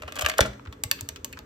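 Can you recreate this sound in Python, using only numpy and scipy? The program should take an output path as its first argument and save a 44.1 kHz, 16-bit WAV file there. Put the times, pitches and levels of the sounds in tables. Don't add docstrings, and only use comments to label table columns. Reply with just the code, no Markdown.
import sys
import numpy as np
from scipy import signal
from scipy.fft import rfft, irfft
from scipy.io import wavfile
from scipy.ndimage import uniform_filter1d

SR = 44100
rng = np.random.default_rng(int(sys.argv[2]) if len(sys.argv) > 2 else 0)


def transcribe(u):
    v = np.clip(np.atleast_2d(u).T, -1, 1)
    q = np.round(v * 32767).astype(np.int16)
    wavfile.write(sys.argv[1], SR, q)


N = 63945
T = np.arange(N) / SR
HZ = np.maximum(np.fft.rfftfreq(2 * N, 1 / SR), 1)


def from_db(db):
    return 10 ** (np.asarray(db) / 20)


def at_hz(points, hz):
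    f, value = np.transpose(points)
    return np.interp(np.log(hz), np.log(f), value)


def decay(t, t60):
    return np.exp(-np.log(1000) * t / t60)


def add(out, s, sound):
    i = max(int(s * SR), 0)
    out[..., i:i + sound.shape[-1]] += sound[..., :N - i]


def pan(x, pan_db):
    return x * from_db([[pan_db / 2], [-pan_db / 2]])


def causal(gain):
    cepstrum = irfft(np.log(gain + 1e-9))
    half = cepstrum.shape[-1] // 2
    fold = np.r_[1, np.full(half - 1, 2), 1, np.zeros(half - 1)]
    return np.exp(rfft(cepstrum * fold))


def ring(x, modes):
    out = 0
    for hz, db, t60 in modes:
        r, w = decay(1 / SR, t60), 2 * np.pi * hz / SR
        poles = [1, -2 * r * np.cos(w), r * r]
        out = out + signal.lfilter([0, from_db(db) * np.sin(w)], poles, x + 1e-18)
    return out


def struck(blows, modes, vary_db, detune, rise_cycles=1.36, size=8192):
    out, t = np.zeros(N), T[:size]
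    for s, db in blows:
        for hz, mode_db, t60 in modes:
            strength, tuning, phase = rng.standard_normal(3)
            envelope = (1 - np.exp(-t * hz / rise_cycles)) * decay(t, t60)
            tone = np.sin(2 * np.pi * (hz * (1 + detune * tuning) * t + phase))
            add(out, s, from_db(db + mode_db + vary_db * strength) * envelope * tone)
    return out


def contacts(rows, colour, spread, attack_s, peak_db, peak_width, size=4096):
    bass_hz, treble_hz, mono_below_hz = 1070, 4940, 97
    bend_lag_s, bend_hz = 0.001411, 2002
    out, t = np.zeros((2, N)), T[:size]
    hz = np.maximum(np.fft.rfftfreq(size, 1 / SR), 1)
    body = from_db(at_hz(colour, hz))
    body /= np.sqrt(np.mean(body ** 2))
    late_lows = np.exp(-2j * np.pi * bend_lag_s * bend_hz * np.arctan(hz / bend_hz))
    for s, db, bass_db, treble_db, t60, *peaks in rows:
        envelope = (1 - np.exp(-t / attack_s)) * decay(t, t60)
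        mid, side = rfft(rng.standard_normal((2, size)) * envelope)
        burst = mid + spread * side * [[1], [-1]] / (1 + (mono_below_hz / hz) ** 2)
        local_rms = np.sqrt(uniform_filter1d(abs(burst) ** 2, size=44))
        shape_db = bass_db / (1 + (hz / bass_hz) ** 4) + treble_db / (1 + (treble_hz / hz) ** 4)
        for peak_hz in peaks:
            shape_db += peak_db * np.exp(-(np.log(hz / peak_hz) / peak_width) ** 2)
        contact = irfft(burst * late_lows * causal(body * from_db(shape_db) / local_rms))
        add(out, s, from_db(db) * np.sqrt(SR / 100) * contact)
    return out


# (frequency [Hz], coherence [0-1])
COHERENCE = [(120, 1), (300, 1), (600, 0), (1500, 0), (4000, 0), (12000, 1)]


def diffuse(colour):
    mid, side = rfft(rng.standard_normal((2, 2 * N))) * from_db(at_hz(colour, HZ))
    alike = at_hz(COHERENCE, HZ)
    x = irfft(np.sqrt(1 + alike) * mid + np.sqrt(1 - alike) * side * [[1], [-1]])[:, :N]
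    return x / x.std()


# (frequency [Hz], relative density [dB])
ROOM_TONE_COLOUR = [(25, -33), (50, -1), (80, 3), (120, -3.5), (175, -9.5), (235, -5.5), (285, -1.5),
                    (335, -12.5), (450, -5.5), (560, -12), (700, -22), (1300, -18), (2500, -30),
                    (4500, -39.5), (8000, -36), (10000, -52.5), (12500, -43.5), (16000, -55)]


def room_tone(level_db=-48):
    return from_db(level_db) * diffuse(ROOM_TONE_COLOUR)


# (frequency [Hz], relative gain [dB])
REVERB_COLOUR = [(60, -11.5), (140, 18.5), (300, -3), (600, 6), (1500, 4.5), (4000, 3), (8000, -1.5),
                 (10000, -13), (12500, -0.5), (15000, -4)]


def reverb(x, build_s=0.002):
    response = 0
    for db, t60_s in ((-15.5, 0.099), (-17, 0.39)):
        fade = (1 - np.exp(-(T / build_s) ** 2)) * decay(T, t60_s)
        fade /= np.sqrt(np.sum(fade ** 2))
        response = response + from_db(db) * diffuse(REVERB_COLOUR) * fade
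    return signal.fftconvolve(x, response, axes=1)[:, :N]


# (time [s], level [dB], frequency [Hz], swell [s])
THUMPS = [(0.033, -39.5, 76.6, 0.023), (.231, -27.5, 74.7, 0.013), (.406, -18, 63.4, 0.0073),
          (.468, -37, 60.6, 0.02), (.673, -32, 76.2, 0.013), (.851, -31.5, 84.2, 0.0072),
          (1.019, -34.5, 92.6, 0.0089), (1.186, -41.5, 79, .02), (1.343, -47.5, 81.7, 0.017)]


def desk_thumps():
    out = np.zeros(N)
    for s, db, hz, swell_s in THUMPS:
        envelope = (T / swell_s * np.exp(1 - T / swell_s)) ** 2
        add(out, s, -from_db(db) * envelope * np.sin(2 * np.pi * hz * T))
    return out


# (time [s], level [dB], band centre [Hz])
KNOCKS = [(0.39, 3, 1490), (0.392, 6, 647)]
# (frequency [Hz], gain [dB], t60 [s])
DESK_MODES = [(560, -14.5, 0.047), (649, -16, 0.032), (910, -27, 0.0066), (1010, -8, 0.011),
              (1470, -5.5, 0.0077), (1820, -23, 0.013)]
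DESK_HUM_MODES = [(122.4, -39, 1), (205.8, -36, 0.39), (292.6, -34.5, 0.25), (381, -34, 0.31),
                  (430, -21.5, 0.061), (463, -37, .28)]


def desk_knock(band_ratio=1.38, low_cut_hz=410, landing_s=0.411):
    force, landing = np.zeros((2, N))
    for s, db, hz in KNOCKS:
        band = signal.butter(2, [hz / band_ratio, hz * band_ratio], "band", fs=SR, output="sos")
        add(force, s, from_db(db) * signal.sosfilt(band, signal.unit_impulse(N)))
    low_cut = signal.butter(3, low_cut_hz, "high", fs=SR, output="sos")
    knock = signal.sosfilt(low_cut, ring(force, DESK_MODES))
    add(landing, landing_s, np.ones(1))
    return pan(knock, pan_db=0.5) - ring(landing, DESK_HUM_MODES)


# (time [s], level [dB], bass [dB], treble [dB], t60 [s], resonance [Hz])
TAPS = [(.5945, -49, 5, -20, 0.011, 1000), (.6525, -53.5, -3, 2.5, 0.0081, 1620),
        (.6595, -47, 4, -12, 0.0069, 1550), (.671, -46, 3, -14, 0.029, 3670),
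        (.988, -39.5, -22, -24, 0.043, 3350), (1.1595, -40.5, -22, 6, 0.028, 3320),
        (1.169, -53.5, -4, 5, .019, 2330), (1.332, -39.5, -44, -11, .022, 2500),
        (1.371, -44, 5.5, -4, .04, 1660)]
# (frequency [Hz], relative density [dB])
TAP_COLOUR = [(200, -39), (600, -26), (900, 2.5), (1300, 9.5), (1750, 1), (2500, 3.5), (3400, -5),
              (4500, -5), (7000, -8), (12500, -29), (16000, -21)]


def light_taps():
    taps = contacts(TAPS, TAP_COLOUR, spread=0.8, attack_s=0.00035, peak_db=8, peak_width=0.15)
    return pan(taps, pan_db=0.8)


# (time [s], level [dB], bass [dB], treble [dB], t60 [s], resonance 1 [Hz],
# resonance 2 [Hz], case ring [dB], stem ring [dB])
CLICKS = [(0.7251, -39.5, 10, -14, 0.04, 3370, 1300, -42, -55.5),
          (0.8363, -27.5, -1, 2, 0.0085, 8040, 2840, -35, -41.5),
          (.9130, -19.5, 1, -1, 0.0078, 11750, 4650, -37, -25),
          (1.009, -40.5, 10.5, 6.5, 0.0059, 7050, 8650, -48, -51),
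          (1.0885, -30, -10, -3, 0.01, 6070, 8900, -42.5, -49),
          (1.2452, -32, -16, 1.5, 0.014, 6450, 3000, -43.5, -56),
          (1.327, -46.5, -13, 1.5, .011, 7800, 3030, -70, -47),
          (1.3896, -43.5, 8, -3, 0.0036, 5000, 3970, -45.5, -52.5)]
# (frequency [Hz], relative density [dB])
CLICK_COLOUR = [(200, -20), (600, -15), (900, -9.5), (1400, -5), (1850, 2), (2700, 1), (3200, -2),
                (3750, 1), (5300, -0.5), (7100, 3), (8200, 5), (9200, -9), (11600, -4.5), (13500, 0),
                (16000, -13)]
# (frequency [Hz], gain [dB], t60 [s])
CASE_MODES = [(487, -24, 0.027), (619, -3.5, 0.079), (899, -3, 0.074), (1147, -4.5, 0.081)]
STEM_MODES = [(1720, 6, 0.02), (2115, 5, 0.039), (2630, 8, 0.013), (2970, 4, 0.021), (3615, 8.5, 0.016),
              (4390, -4.5, .055), (4600, 1.5, 0.022), (6140, -3, 0.02)]


def switch():
    clicks = contacts([row[:-2] for row in CLICKS], CLICK_COLOUR,
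                      spread=0.37, attack_s=0.00038, peak_db=6.5, peak_width=0.08)
    case_blows = [(s, case_db) for s, *_, case_db, stem_db in CLICKS]
    stem_blows = [(s, stem_db) for s, *_, stem_db in CLICKS]
    case = struck(case_blows, CASE_MODES, vary_db=3, detune=0.031)
    stem = struck(stem_blows, STEM_MODES, vary_db=3.3, detune=0.0037)
    return pan(clicks + case + stem, pan_db=0.8)


# (time [s], level [dB])
SCRAPE_LEVEL = [(0, -60.5), (.14, -51), (.18, -44), (.225, -45), (.27, -43), (.31, -42), (.37, -62),
                (.378, -31.5), (.385, -61), (.4, -80.5)]
# (frequency [Hz], relative density [dB])
RATTLE_COLOUR = [(150, -43), (380, -12.5), (630, 2.5), (880, -9), (1230, 0), (2000, -2), (2850, -2.5),
                 (4000, -11), (6000, -15.5), (8000, -13.5), (10000, -26), (12500, -21), (16000, -36)]


def scrape(slips_per_s=960):
    slips = (rng.random(N) < slips_per_s / SR) * rng.standard_normal(N)
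    response = causal(from_db(at_hz(RATTLE_COLOUR, HZ)))
    friction = irfft(rfft(slips, 2 * N) * response)[:N]
    level_db = np.interp(T, *np.transpose(SCRAPE_LEVEL))
    return friction / friction.std() * from_db(level_db)


# (time [s], level [dB], bass [dB], treble [dB], t60 [s], resonance 1 [Hz], resonance 2 [Hz])
RATTLES = [(.0205, -39.5, 0, 2.5, 0.023, 2800, 1310), (.0325, -42.5, 9, -5, 0.015, 1290, 2000),
           (.077, -37, 4, -2, .075, 1300, 2840), (.122, -39, -4, 7, 0.0097, 3480, 2120),
           (.1555, -44.5, 5, 17.5, 0.025, 4550, 3340), (.164, -37.5, 2, 7, 0.023, 1220, 3300),
           (.174, -39, 3, -5, 0.0093, 1174, 4300), (.1875, -34, -3.5, 5, 0.013, 3300, 7540),
           (.1925, -31, 1.5, 10.5, 0.016, 733, 2750), (.2095, -32, 2.5, 13, 0.043, 3270, 7200),
           (.2205, -31.5, 5, 12, 0.017, 1310, 3050), (.246, -27, -10.5, -18, 0.0091, 1260, 2940),
           (.2505, -30, -1, 1, 0.0068, 1230, 3530), (.2612, -19, -5.5, 3, 0.012, 2760, 1730),
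           (.269, -33.5, -6.5, -22.5, .025, 2450, 854), (.285, -33, 6.5, 10.5, 0.036, 641, 6230),
           (.2935, -42.5, 2, 13, .014, 1706, 610), (.2972, -26, -4.5, 8.5, 0.011, 2150, 4600),
           (.315, -33, -18, -7, 0.025, 3360, 4440), (.337, -37, -4.5, -4.5, .02, 1730, 3360)]
CLATTER = [(.3815, -27, -4.5, 8.5, .012, 3100, 11850), (.3905, -25, -1, -18, 0.0037, 3530, 4200),
           (.4059, -19.5, -12, 5.5, 0.0084, 5990, 3470), (.4078, -24, 7, 1, 0.02, 4400, 3510),
           (.411, -27, 5, -1, 0.026, 3390, 246), (.419, -25, -13, -26.5, 0.065, 3500, 2280),
           (.429, -37, 4, 1.5, 0.06, 430, 5340), (.4482, -33, 12, -14.5, 0.072, 1400, 638),
           (.458, -40, 10.5, 7.5, 0.047, 630, 3470), (.532, -50.5, -6, -4, 0.031, 2070, 3350)]
# (frequency [Hz], relative density [dB])
CLATTER_COLOUR = [(120, -3.5), (350, 6), (600, 3), (950, 1), (1700, 10.5), (2600, 5), (3700, 2.5),
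                  (6200, -1), (8000, 1.5), (12500, -13), (16000, -19.5)]
# (frequency [Hz], gain [dB], t60 [s])
BAR_MODES = [(635, -41, 0.21), (1207, -25.5, 0.032), (1675, -43.5, .08), (2560, -28, 0.036),
             (3570, -36.5, 0.076), (4480, -37.5, 0.053)]


def space_bar():
    rattle = contacts(RATTLES, RATTLE_COLOUR,
                      spread=0.41, attack_s=0.00041, peak_db=7.5, peak_width=0.061)
    rattle += scrape()
    clatter = contacts(CLATTER, CLATTER_COLOUR,
                       spread=0.27, attack_s=0.00077, peak_db=8, peak_width=0.065)
    shell = ring(rattle + from_db(-16) * clatter, BAR_MODES)
    return pan(rattle + from_db(-14.5) * shell, pan_db=1.3) + pan(clatter, pan_db=0.8)


def scene():
    direct = space_bar() + switch() + light_taps() + desk_knock() + desk_thumps()
    return direct + reverb(direct) + room_tone()


# (frequency [Hz], phase lag [rad])
PORT_LAG = [(150, 0), (500, .25), (1000, .3), (1400, .6), (1750, 1.5), (2400, 3.9), (3100, 5.3),
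            (4200, 7.0), (5200, 7.05), (8000, 8.9), (9600, 9.6), (14200, 12.5)]


def record(dry, low_cut_hz=32, high_cut_hz=16500):
    left = irfft(rfft(dry[0], 2 * N) * np.exp(-1j * at_hz(PORT_LAG, HZ)))[:N]
    low_cut = signal.butter(2, low_cut_hz, "high", fs=SR, output="sos")
    high_cut = signal.ellip(10, 0.2, 80, high_cut_hz, fs=SR, output="sos")
    return signal.sosfilt(high_cut, signal.sosfilt(low_cut, [left, dry[1]]))


dry = scene()
out = record(dry)
transcribe(out)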